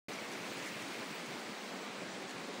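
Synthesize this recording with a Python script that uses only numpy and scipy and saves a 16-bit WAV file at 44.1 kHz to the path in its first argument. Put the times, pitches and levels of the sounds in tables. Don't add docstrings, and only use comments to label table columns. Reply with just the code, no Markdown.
import sys
import numpy as np
from scipy import signal
from scipy.fft import rfft, irfft
from scipy.io import wavfile
from scipy.ndimage import uniform_filter1d

SR = 44100
rng = np.random.default_rng(int(sys.argv[2]) if len(sys.argv) > 2 else 0)


def field_ratio(decibels):
    return 10 ** (np.asarray(decibels, dtype=float) / 20)


def transcribe(signal):
    frames = np.atleast_2d(signal).T
    limited = np.clip(frames, -1, 1)
    pcm = np.round(limited * 32767).astype(np.int16)
    wavfile.write(sys.argv[1], SR, pcm)


N = 114660

# (time [s], level [dB])
TRICKLE_FLOW = [(.09, -59.5), (.28, -60.5), (.5, -59.5), (.68, -59), (.95, -59.5), (1.05, -60),
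                (1.35, -60.5), (1.55, -61.5), (2., -62), (2.6, -62.5)]
# (frequency [Hz], density [dB per Hz])
TRICKLE_COLOUR = [(900, -13.5), (1700, -3), (2300, 1), (3100, -6.5), (5500, -11.5), (9500, -17.5),
                  (12500, -29), (15700, -24)]
# (time [s], peak level [dB], pitch [Hz], upward glide [share of pitch])
LARGE_BUBBLES = [(0.1163, -36, 2000, .03), (0.1367, -35, 2340, .03), (0.187, -31, 2240, .01),
                 (0.252, -34, 2030, .03), (0.2969, -37, 2140, .03), (0.4404, -32, 2650, -.06),
                 (0.545, -36, 2100, .04), (0.5723, -34, 2150, .06), (0.5957, -36, 1880, -.03),
                 (0.6147, -36, 2050, .05), (0.624, -35, 2600, .08), (0.66, -37, 2050, .06),
                 (0.6754, -32, 2090, .06), (0.7179, -33, 2620, -.03), (0.7544, -33.5, 1940, .02),
                 (0.763, -36, 2050, .03), (0.7954, -32, 2670, .04), (0.799, -35, 1650, -.05),
                 (0.806, -35, 2100, .12), (0.9445, -34, 2400, -.03), (0.9524, -31, 2100, .02),
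                 (1.0272, -38, 1940, .02), (1.2444, -40, 2330, .02), (1.6094, -38, 2880, .02)]
# (time [s], peak level [dB], pitch [Hz], upward glide [share of pitch])
SMALL_BUBBLES = [(0.1178, -41, 6170, 0.022), (0.1336, -33.5, 5900, .0), (0.134, -40, 6400, -.04),
                 (0.134, -43, 5200, .0), (0.243, -43, 5800, .03), (0.2975, -45, 6700, .04),
                 (0.3157, -40, 6400, -.04), (0.334, -39, 6100, -.02), (0.3346, -38, 5640, .03),
                 (0.3514, -40, 5930, .0), (0.5713, -43, 7040, -.1), (0.6265, -36, 6600, .05),
                 (0.683, -43, 7000, .0), (1.2597, -39, 6460, .0), (1.3643, -43, 6000, .0),
                 (2.2792, -41, 6500, .03)]
# (time [s], peak level [dB], centre [Hz])
DROP_TICKS = [(0.119, -53, 9710), (0.3212, -44, 9500), (0.3324, -49, 7800), (0.4544, -44, 7200),
              (0.6623, -40, 8000), (0.673, -41, 7870), (0.678, -49, 8300), (0.6827, -50, 7340),
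              (0.823, -40, 7670), (1.1644, -50, 8300), (1.265, -42.5, 7680), (1.6432, -49, 7780),
              (2.2942, -48, 8000), (2.3034, -46, 7210), (2.4, -53, 10000), (2.4174, -59, 7000)]
# (time [s], level [dB])
GURGLE_LEVEL = [(.09, -54.5), (.3, -56), (.42, -57.5), (.55, -57), (.7, -57), (.96, -57), (1.05, -61.5),
                (1.5, -60), (2.6, -65)]
# (time [s], level [dB])
SPRAY_LEVEL = [(.09, -67.5), (.28, -69), (.5, -65), (.68, -66), (1.35, -68), (1.6, -68.5), (1.85, -69),
               (1.98, -73.5), (2.25, -74), (2.6, -70)]
# (frequency [Hz], density [dB per Hz])
SPRAY_TINT = [(10500, -25.5), (12000, -13), (14000, -7), (15000, -4), (15700, 1)]
# (time [s], level [dB], centre [Hz])
WAVE_LAPS = [(.11, -46.5, 546), (.34, -49.5, 298), (.55, -55, 260), (.97, -44, 332), (1.03, -47, 372),
             (1.29, -55.5, 297), (1.42, -51, 320), (1.62, -54, 345), (1.71, -63, 730), (1.795, -55, 430),
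             (2.02, -49, 394), (2.24, -63, 290), (2.35, -52, 375), (2.45, -60, 282), (2.5, -43, 354),
             (2.56, -57, 850)]
# (time [s], level [dB], centre [Hz])
SMALL_SPLASHES = [
    (.33, -55.5, 6000),
    (.46, -63, 7550),
    (.63, -57, 4400),
    (.67, -56.5, 7500),
    (1.265, -61, 6500),
    (2.305, -57, 7000),
]
# (time [s], level [dB])
WIND_LEVEL = [(0.09, -41), (0.3, -46), (0.33, -50.5), (1.86, -52.5), (1.86, -43.5), (2.56, -49), (2.6, -33)]
# (frequency [Hz], density [dB per Hz])
WASH_COLOUR = [(220, -2.5), (730, -7.5), (2200, -13), (3000, -16.5), (4400, -17), (5400, -21.5),
               (8200, -26), (12000, -48.5)]
# (centre time [s], low edge [Hz], high edge [Hz],
# level [dB])
SIDE_FLICKERS = [
    (0.2572, 8300, 9600, -33),
    (1.3481, 6200, 7620, -28),
    (1.742, 4640, 5680, -25),
    (2.1374, 6200, 7540, -26),
]
# (start [s], length [s])
BASS_DROPOUTS = [(.118, .023), (.234, .023), (.303, .046), (.419, .07), (.605, .023), (.652, .07),
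                 (.791, .023), (.907, .046), (1.023, .07), (1.139, .116), (1.371, .07), (1.511, .186),
                 (1.72, .163), (1.905, .07), (1.998, .023), (2.045, .023), (2.091, .023), (2.161, .023),
                 (2.207, .023), (2.277, .07), (2.44, .07), (2.532, .023)]

TOP_HZ = 15735


def evened(x):
    return x / np.sqrt(np.mean(x ** 2) + 1e-20)


def blur(x, rows, columns):
    return uniform_filter1d(uniform_filter1d(x, size=columns, axis=1), size=rows, axis=0)


def colour_db(points, hz):
    f, db = np.transpose(points)
    return np.interp(np.log(hz + 1), np.log(f + 1), db)


def level_db(points):
    s, db = np.transpose(points)
    return np.interp(np.arange(N) / SR, s, db)


def add(mix, s, sound):
    part = mix[round(s * SR):][:len(sound)]
    part += sound[:len(part)]


def resonate(x, hz, width_hz):
    turn = np.exp(2j * np.pi * hz * np.arange(len(x)) / SR)
    r = np.exp(-np.pi * width_hz / SR)
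    once = signal.lfilter([1 - r], [1, -r], x / turn)
    twice = signal.lfilter([1 - r], [1, -r], once)
    return 2 * (turn * twice).real


def hiss(colour, patchy_db, flicker_db):
    frames = N // 128 + 5
    real, imaginary, patches = rng.standard_normal((frames, 257, 3)).T
    patches = evened(blur(patches, 6, 14))
    flicker = evened(uniform_filter1d(rng.standard_normal(frames), size=5))
    spectra = (real + 1j * imaginary) * field_ratio(patchy_db * patches + flicker_db * flicker)
    x = signal.istft(spectra, nperseg=512, noverlap=384)[1][:N]
    tint = field_ratio(colour_db(colour, np.fft.rfftfreq(N, 1 / SR)))
    return evened(irfft(rfft(x) * tint, N))


def bubble(hz, cycles, glide, rise):
    u = np.arange(0, 2 * cycles / hz, 1 / SR) * hz / cycles
    tone = np.sin(2 * np.pi * cycles * u * (1 + glide * (u - .5)))
    return np.minimum(u / rise, 1) * np.exp(-2.5 * u) * tone


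def bubble_cloud(per_s, spread_db, most, pitches, grain):
    size = field_ratio(spread_db * np.minimum(rng.exponential(1, N), most)) * (rng.random(N) < per_s / SR)
    kind, out = rng.integers(0, len(pitches), N), np.zeros(N)
    for k, hz in enumerate(pitches):
        out += signal.oaconvolve(size * (kind == k), grain(hz))[:N]
    return evened(out)


def trickle():
    def grain(hz):
        return field_ratio(colour_db(TRICKLE_COLOUR, hz)) * hz * bubble(hz, 2.44, 0.082, 0.25)

    fizz = bubble_cloud(1400, 1, 5, np.geomspace(1400, 14000, num=24), grain)
    flow = field_ratio(2.43 * (level_db(TRICKLE_FLOW) + 61.5))
    return flow * (field_ratio(-56) * hiss(TRICKLE_COLOUR, patchy_db=2.0, flicker_db=0.5) + field_ratio(-58.5) * fizz)


def chirps():
    out = np.zeros(N)
    for table, ring_s, trim_db in ((LARGE_BUBBLES, .008, -8.5), (SMALL_BUBBLES, .0065, -10)):
        for s, db, hz, glide in table:
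            add(out, s, field_ratio(db + trim_db) * 2 * bubble(hz, hz * ring_s, glide, 0.2))
    return out


def drops():
    out, t = np.zeros(N), np.arange(600) / SR
    for s, db, hz in DROP_TICKS:
        puff = evened(resonate(rng.standard_normal(len(t)), hz, 3600))
        add(out, s, field_ratio(db - 6.5) * np.exp(-t / .002) * puff)
    plop_s, crack_s = 2.2945, .00022
    add(out, plop_s, field_ratio(-36) * bubble(2230, 3.2, 0.3, 0.07))
    u = t / crack_s
    add(out, plop_s, field_ratio(-23) * np.minimum(u * 2, 1) ** 2 * (1 - u) * np.exp(-u))
    return out


def gurgle():
    def grain(hz):
        return bubble(hz, 15, 0.059, 0.28)

    return field_ratio(level_db(GURGLE_LEVEL)) * bubble_cloud(260, 2.6, 4, np.geomspace(1920, 2400, num=16), grain)


def spray():
    return field_ratio(level_db(SPRAY_LEVEL) + 6) * hiss(SPRAY_TINT, patchy_db=2.5, flicker_db=1.5)


def laps():
    out, t = np.zeros(N), np.arange(-2000, 2000) / SR
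    for table, swell_s, width_hz in ((WAVE_LAPS, .018, 450), (SMALL_SPLASHES, .015, 4000)):
        for s, db, hz in table:
            noise = evened(resonate(rng.standard_normal(len(t)), hz, width_hz))
            add(out, s + t[0], field_ratio(db) * np.exp(-(t / swell_s) ** 2) * noise)
    return out


def wind():
    return field_ratio(level_db(WIND_LEVEL) - 9.5) * evened(resonate(rng.standard_normal(N), 235, 400))


def wash():
    return field_ratio(-43) * hiss(WASH_COLOUR, patchy_db=0.89, flicker_db=0.46)


def scene():
    mid = wash() + trickle() + chirps() + drops() + wind() + gurgle() + spray() + laps()
    return np.array([mid, mid])


def side_flickers(s, hz):
    out = np.zeros((len(s), len(hz)))
    for at_s, low_hz, high_hz, db in SIDE_FLICKERS:
        noise = rng.standard_normal(len(hz))
        out[np.argmin(abs(s - at_s))] = field_ratio(db) * noise * (hz > low_hz) * (hz < high_hz)
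    return out


def thin_detail(x):
    size = 1024
    lead = 2 * size - 576
    n, k = np.arange(2 * size), np.arange(size)
    window = np.sin(np.pi * (n + .5) / (2 * size))
    basis = np.cos(np.pi / size * np.outer(n + .5 + size / 2, k + .5)) * window[:, None]
    at = np.arange(N // size + 4)[:, None] * size + n
    bins = np.pad(x, (lead, 6 * size))[at] @ basis
    s, hz = (at[:, size] - lead) / SR, (k + .5) * SR / (2 * size)

    near = np.sqrt(abs(blur(bins ** 2, 3, 32)))
    fine = np.minimum(field_ratio(-30.7), field_ratio(9.3) * near + 1e-9)
    coarse = field_ratio(6.5) * near * np.clip(hz / 10800, 0, 1) ** 3
    wander, leak = rng.standard_normal((2, *bins.shape))
    step = np.maximum(fine, coarse) * field_ratio(.7 * evened(blur(wander, 4, 24)))
    kept = np.sign(bins) * step * np.floor((abs(bins) / step) ** 0.72 + 1 - .68) ** (4 / 3)

    kept += field_ratio(-21) * leak * np.sqrt(abs(blur(kept ** 2, 3, 7)))
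    kept[:, hz > TOP_HZ] = 0
    for start_s, length_s in BASS_DROPOUTS:
        kept[(s > start_s) & (s < start_s + length_s), :8] *= field_ratio(-38)

    side, out = side_flickers(s, hz), np.zeros((2, at.max() + 1))
    for channel, part in zip(out, (kept + side, kept - side)):
        np.add.at(channel, at, part @ basis.T * 2 / size)
    return out[:, lead:lead + N]


def snap(x):
    t = np.arange(N) / SR - .5683
    tick = evened(resonate(rng.standard_normal(N), 11000, 9000))
    tick *= field_ratio(-50) * (t >= 0) * np.exp(-abs(t) / .0009)
    tick = signal.oaconvolve(tick, signal.firwin(127, TOP_HZ - 400, fs=SR), "same")
    top_band = signal.firwin(255, [10800, TOP_HZ - 700], pass_zero=False, fs=SR)
    treble = signal.oaconvolve(x, top_band[None], "same")
    hush = (1 - field_ratio(-13)) * np.exp(-(t / .011) ** 4)
    return x - treble * hush + tick


def roll_off(x):
    return signal.sosfilt(signal.butter(12, 16390, fs=SR, output="sos"), x)


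def record(dry):
    bass_cut = signal.butter(4, 149.4, "high", fs=SR, output="sos")
    thin = signal.sosfilt(bass_cut, dry.mean(0))
    band_limit = signal.firwin(511, TOP_HZ + 150, window=("kaiser", 9), fs=SR)
    limited = signal.oaconvolve(thin, band_limit, "same")
    start_s, fade_s = .0838, .0003
    opening = np.clip((np.arange(N) / SR - start_s) / fade_s, 0, 1)
    return roll_off(snap(thin_detail(limited)) * opening)


dry = scene()
out = record(dry)
transcribe(out)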